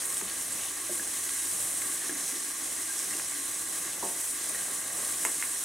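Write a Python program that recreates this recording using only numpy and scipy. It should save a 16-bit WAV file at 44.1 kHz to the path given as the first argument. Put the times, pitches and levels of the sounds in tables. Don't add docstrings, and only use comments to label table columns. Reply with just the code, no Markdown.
import sys
import numpy as np
from scipy import signal
from scipy.fft import rfft, irfft, next_fast_len
from scipy.io import wavfile
from scipy.ndimage import uniform_filter1d

SR = 44100
rng = np.random.default_rng(int(sys.argv[2]) if len(sys.argv) > 2 else 0)


def wav_record(signal):
    frames = np.transpose(np.atleast_2d(signal))
    bounded = np.clip(frames, -1, 1)
    quanta = np.round(bounded * 32767).astype(np.int16)
    wavfile.write(sys.argv[1], SR, quanta)


N = 248724
T = np.arange(N) / SR
ROOM_T60_S = 0.29
KNOCK_LO_HZ = 170


def amp(db):
    return 10 ** (np.asarray(db) / 20)


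def unit(x):
    return x / np.sqrt(np.mean(x ** 2))


def add(track, start_s, sound):
    start = max(int(start_s * SR), 0)
    track[start:start + len(sound)] += sound[:N - start]


def band(x, lo_hz, hi_hz, order):
    sos = signal.butter(order, [lo_hz, max(hi_hz, 1.1 * lo_hz)], "band", fs=SR, output="sos")
    return signal.sosfilt(sos, x)


def colour(x, points):
    hz, db = np.transpose(points)
    size = next_fast_len(len(x) + 4096)
    bins_hz = np.maximum(np.fft.rfftfreq(size, 1 / SR), 1)
    gain = amp(np.interp(np.log(bins_hz), np.log(hz), db))
    return irfft(rfft(x, size) * gain, size)[:len(x)]


def resonate(x, hz, width_hz):
    return signal.lfilter(*signal.iirpeak(hz, hz / width_hz, fs=SR), x)


def fade(t, t60_s):
    return np.exp(-np.log(1000) * t / t60_s)


def ring(hz, t60_s):
    t = T[:int(t60_s * SR) + 2]
    return np.sin(2 * np.pi * hz * t) * fade(t, t60_s)


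def walk(rate_hz):
    hold = int(SR / rate_hz)
    steps = np.repeat(rng.standard_normal(N // hold + 1), hold)
    return unit(uniform_filter1d(steps, hold)[:N])


def linger(power, t60_s):
    pole = np.exp(-2 * np.log(1000) / (t60_s * SR))
    return signal.lfilter([1 - pole], [1, -pole], power)


def kitchen(x, near_db, room_db):
    t = T[:SR // 2]
    response = np.zeros(len(t))
    for db, t60_s in (near_db, 0.077), (room_db, ROOM_T60_S):
        tail = rng.standard_normal(len(t)) * fade(t, t60_s) * (t > 0.001)
        response += amp(db) * tail / np.linalg.norm(tail)
    response[0] = 1
    return signal.fftconvolve(x, response)[:N]


def crackle(per_s, spread_db, hiss_db, room_db):
    bursting = rng.random(N) < per_s / SR
    size = amp(spread_db * np.minimum(rng.exponential(size=N), 6))
    snaps = unit(bursting * size * rng.choice([-1, 1], N))
    hiss_power = amp(2 * hiss_db) * linger(snaps ** 2, t60_s=0.0069)
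    echo_power = amp(2 * room_db) * linger(snaps ** 2, ROOM_T60_S)
    return snaps + np.sqrt(hiss_power + echo_power) * rng.standard_normal(N)


def strays(per_s, db, hz, scatter_oct, spread_db=1.5):
    draws = rng.random((64, 3))
    starts_s = np.cumsum(-np.log(1 - draws[:, 0])) / per_s
    return [(s, db + spread_db * size, hz * 2 ** (scatter_oct * pitch))
            for s, (size, pitch) in zip(starts_s, 2 * draws[:, 1:] - 1) if s < N / SR]


def wash(hz):
    t = T[:SR // 2]
    noise = band(rng.standard_normal(SR), KNOCK_LO_HZ, 1.2 * hz, order=5)[-len(t):]
    attack = 1 - np.exp(-t / 0.0013)
    return unit(noise) * fade(t, t60_s=0.43) * attack


def sizzle(level_db, coarse_db):
    edges_hz = [300, 3000, 5200, 7000, 8800, 11000, 17000]
    # frequency in Hz, gain in dB.
    spectrum = [(600, -18.5), (2700, -14), (4100, -13.5), (4750, -15.5), (5900, -7), (7500, -4),
                (8200, -0.2), (9000, 0), (9700, -3), (10900, -5), (12200, -11), (13300, -16.5),
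                (14100, -14.5), (15800, -23.5)]
    coarse_top_hz = 7000
    bursts = amp(-7) * crackle(per_s=4400, spread_db=3, hiss_db=2, room_db=-11.5)
    for lo_hz, hi_hz in zip(edges_hz, edges_hz[1:]):
        share = amp(0.74 * walk(110) + coarse_db * (hi_hz <= coarse_top_hz))
        bubbles = crackle(per_s=9000, spread_db=3, hiss_db=-3, room_db=-2)
        bursts += band(share * bubbles, lo_hz, hi_hz, order=6)
    flurry = amp(0.64 * walk(25.09) + 0.44 * walk(120))
    fizz = kitchen(flurry * bursts, near_db=-17, room_db=-10)
    return unit(colour(fizz, spectrum)) * amp(level_db)


def pan(level_db):
    # frequency in Hz, width in Hz, gain in dB.
    modes = [(278, 26.7, 2.5), (329.8, 6.8, 8), (380, 15, 0.5), (1094, 37, 2.5), (1177, 35, 2),
             (1633, 56, 1.5), (1906, 48, 6), (1920, 258, 4.5), (2117, 350, -2.5), (2953, 18, -4),
             (4090, 170, -5)]
    bubbling = crackle(per_s=1500, spread_db=3.5, hiss_db=-12, room_db=0.5)
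    body = sum((-1) ** k * amp(db) * resonate(bubbling, hz, width_hz)
               for k, (hz, width_hz, db) in enumerate(modes))
    return unit(body) * amp(level_db)


def frying(ring_db):
    # time in seconds, boil strength in dB, coarse over fine bubbles in dB.
    boil = [(0.0, -34, 5.5), (0.06, -32, -3.5), (0.3, -35, 0.5), (0.54, -34, 1), (0.86, -36, 1.5),
            (0.94, -32, -2.5), (1.1, -35, 2.3), (1.26, -32, -0.5), (1.9, -32.0, -2.5), (2.02, -34, 1.8),
            (3.78, -34, -0.4), (3.9, -35.5, 2.5), (4.3, -32.5, -2.5), (4.4, -35, 3), (4.46, -32.5, 0),
            (4.92, -34, -0.8), (5.12, -31.5, -1.5), (5.64, -33, -1)]
    times_s, *curves = np.transpose(boil)
    boil_db, coarse_db = (np.interp(T, times_s, curve) for curve in curves)
    return sizzle(boil_db + 0.15, coarse_db) + pan(ring_db + 0.062 * (boil_db - boil_db.mean()))


def flame(level_db):
    # frequency in Hz, gain in dB.
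    spectrum = [(22, -24), (48, -4.5), (70, -6), (130, -3), (195, 1.5), (240, -6.5), (520, 0.5), (750, 0.5),
                (900, -5), (1500, -6), (4000, -15)]
    noise = unit(colour(rng.standard_normal(N), spectrum))
    return noise * amp(level_db + 3.3 * walk(6.1))


def appliances():
    # time in seconds, hum level in dB.
    hum_levels = [(0, -67), (1.9, -64), (2.05, -91), (2.7, -77), (2.85, -68.5), (5.64, -71)]
    hum_hz, whine_hz = 95.5, 15625
    hum_phase = 2 * np.pi * np.cumsum(hum_hz + 0.7 * walk(8.2)) / SR
    rumble = amp(-7) * unit(band(rng.standard_normal(N), 35, 65, order=2))
    motor = (unit(np.sin(hum_phase)) + rumble) * amp(np.interp(T, *np.transpose(hum_levels)))
    return motor + amp(-71) * unit(np.sin(2 * np.pi * whine_hz * T))


def spits():
    # start in seconds, level in dB.
    drops = [(0.0535, -22), (.17, -22.5), (0.524, -22), (2.819, -24), (4.494, -21)]
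    ping_hz, scatter_oct = 8680, 0.082
    loud = [(s, db, ping_hz * 2 ** (scatter_oct * rng.uniform(-0.99, 1))) for s, db in drops]
    faint = strays(per_s=3, db=-24, hz=ping_hz, scatter_oct=scatter_oct)
    out = np.zeros(N)
    for s, db, hz in loud + faint:
        add(out, s, amp(db) * ring(hz, t60_s=0.0081))
    return kitchen(out, near_db=1, room_db=-17)


def rustles():
    # start in seconds, length in seconds, level in dB, centre in Hz.
    swells = [(0.153, 0.21, -53, 3400), (0.592, 0.12, -51, 3070), (2.14, 0.285, -44, 6200),
              (2.937, 0.35, -45, 6100)]
    edge_ratio, ramp_s = 2 ** 0.23, 0.026
    grains = crackle(per_s=1500, spread_db=4, hiss_db=6, room_db=0)
    out = np.zeros(N)
    for s, length_s, db, hz in swells:
        swell = np.clip(np.minimum(T - s, s + length_s - T) / ramp_s, 0, 1)
        out += amp(db) * swell * unit(band(grains, hz / edge_ratio, hz * edge_ratio, order=2))
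    return out


def ticks():
    # start in seconds, level in dB, lower and upper band edge in Hz.
    snaps = [(.168, -38, 1700, 4800), (.212, -34, 900, 2400), (.279, -33, 1600, 4200),
             (.298, -33, 1900, 4800), (.618, -39, 1800, 4200), (1.291, -32.5, 1000, 4500),
             (1.817, -28.5, 1590, 2760), (3.197, -32.5, 1000, 2400), (4.681, -33, 600, 1600)]
    out, t = np.zeros(N), T[:SR // 20]
    for s, db, lo_hz, hi_hz in snaps:
        noise = unit(band(rng.standard_normal(len(t)), lo_hz, hi_hz, order=2))
        add(out, s, amp(db) * noise * fade(t, t60_s=0.022))
    return kitchen(out, near_db=-10, room_db=-8)


def knocks():
    # start in seconds, strength in dB, thud pitch in Hz, ring pitch in Hz.
    blows = [(0.221, -47.5, 388, 189), (.894, -40.5, 598, 355), (.994, -51, 320, 299),
             (2.094, -40.5, 343, 304.3), (2.333, -51, 380, 331), (2.358, -51.5, 380, 333),
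             (3.106, -54, 342, 302), (3.15, -51, 378, 332), (4.036, -40.5, 400, 370), (4.68, -51, 393, 323)]
    out = np.zeros(N)
    for s, db, thud_hz, ring_hz in blows:
        thud = band(ring(thud_hz, t60_s=0.079), KNOCK_LO_HZ, 2 * thud_hz, order=2)
        hollow = ring(ring_hz, t60_s=0.22)
        rise = 1 - np.exp(-T[:len(hollow)] / 0.015)
        add(out, s, amp(db + 7) * thud)
        add(out, s, amp(db - 4) * wash(thud_hz))
        add(out, s, amp(db + 7.5) * hollow * rise)
    return out


def clinks():
    # start in seconds, level in dB, pitch in Hz.
    touches = [(.633, -41, 2850), (0.996, -32.5, 1680), (2.095, -33, 1690), (3.136, -39, 2780)]
    out = np.zeros(N)
    for s, db, hz in touches:
        add(out, s, amp(db) * ring(hz, t60_s=0.042))
        add(out, s, amp(db - 1) * ring(1.09 * hz, t60_s=0.018))
    return kitchen(out, near_db=-11, room_db=-9)


def pops():
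    # start in seconds, strength in dB, pitch in Hz.
    loud = [(2.017, -29.5, 1770), (3.109, -29, 1980), (4.547, -27, 1890)]
    faint = strays(per_s=2, db=-39.5, hz=2070, scatter_oct=0.5)
    out = np.zeros(N)
    for s, db, hz in list(loud) + faint:
        add(out, s, amp(db - 2) * ring(hz, t60_s=0.017))
        add(out, s, amp(db - 8) * ring(2.1 * hz, t60_s=0.0012))
    return kitchen(band(out, 600, 9000, order=1), near_db=-6, room_db=-3)


def scrape():
    start_s, length_s, hz = 2.875, 0.042, 1604
    t = T[:int(length_s * SR)]
    slips = 1 + 0.4 * walk(300)[:len(t)]
    out = np.zeros(N)
    add(out, start_s, amp(-41.5) * slips * np.sin(2 * np.pi * hz * t))
    return resonate(out, hz, width_hz=97)


def bump():
    # frequency in Hz, relative level in dB, T60 in seconds.
    modes = [(196, -3, 0.19), (420, -7, .4), (505, -8, .3), (580, -5, 0.59), (704, -1.5, 0.54),
             (829, -2, .38), (915, 0, 0.42), (980, 7.5, 0.052), (1094, -4, .4)]
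    start_s = 4.025
    out = np.zeros(N)
    for k, (hz, db, t60_s) in enumerate(modes):
        add(out, start_s, (-1) ** k * amp(db - 39.5) * ring(hz, t60_s))
    add(out, start_s, amp(-43) * wash(hz=945))
    return out


def taps():
    # start in seconds, strength in dB, lower and upper edge of the excited band in Hz.
    strikes = [(5.2511, -13, 623, 14000), (5.4255, -15, 1340, 3500)]
    # frequency in Hz, relative level in dB, T60 in seconds.
    jar_modes = [(696, -28, 0.19), (900, -29, 0.2), (1010, -23, 0.09), (1116, -31, .19),
                 (1370, -11, 0.0046), (1860, -8, 0.011), (2096, -13, 0.024), (2540, -7.5, 0.0045),
                 (6770, -16, 0.04), (8050, 3, 0.0023), (7910, -18, 0.078), (11100, -11, .014)]
    out = np.zeros(N)
    for s, db, lo_hz, hi_hz in strikes:
        glass = np.zeros(N)
        for hz, mode_db, t60_s in jar_modes:
            add(glass, s, amp(db + mode_db) * ring(hz, t60_s))
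        out += band(glass, lo_hz, hi_hz, order=2)
        thump_gain = min(jar_modes[0][0] / lo_hz, 1) ** 2
        add(out, s, amp(db - 33) * thump_gain * wash(hz=430))
    return kitchen(out, near_db=-10, room_db=-5)


def scene():
    # frequency in Hz, side gain in dB.
    width = [(40, -21), (90, -24), (180, -18.5), (350, -13.5), (700, -14), (1300, -9), (1900, -16),
             (3300, -12.5), (4600, -6.5), (5600, -12), (9500, -11.5), (12000, -16), (14000, -52)]
    # frequency in Hz, left minus right in dB.
    balance = [(100, .2), (1200, .5), (3000, .2), (6000, -.7), (10000, -.6), (13000, 0)]
    events = spits() + pops() + rustles() + ticks() + knocks() + bump() + clinks() + scrape() + taps()
    mid = frying(ring_db=-47) + flame(level_db=-51.5) + appliances() + events
    t = T[:SR // 10]
    scatter = rng.standard_normal(len(t)) * np.exp(-t / 0.042)
    echoes = amp(-2) * signal.fftconvolve(events, scatter / np.linalg.norm(scatter))[:N]
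    side = colour(frying(ring_db=-52) + flame(level_db=-44.5) + echoes, width)
    return np.array([colour(mid + sign * side, [(hz, sign * db / 2) for hz, db in balance])
                     for sign in (1, -1)])


def record(dry):
    top_hz = 15800
    return signal.sosfilt(signal.ellip(12, 0.1, 80, top_hz, fs=SR, output="sos"), dry)


dry = scene()
out = record(dry)
wav_record(out)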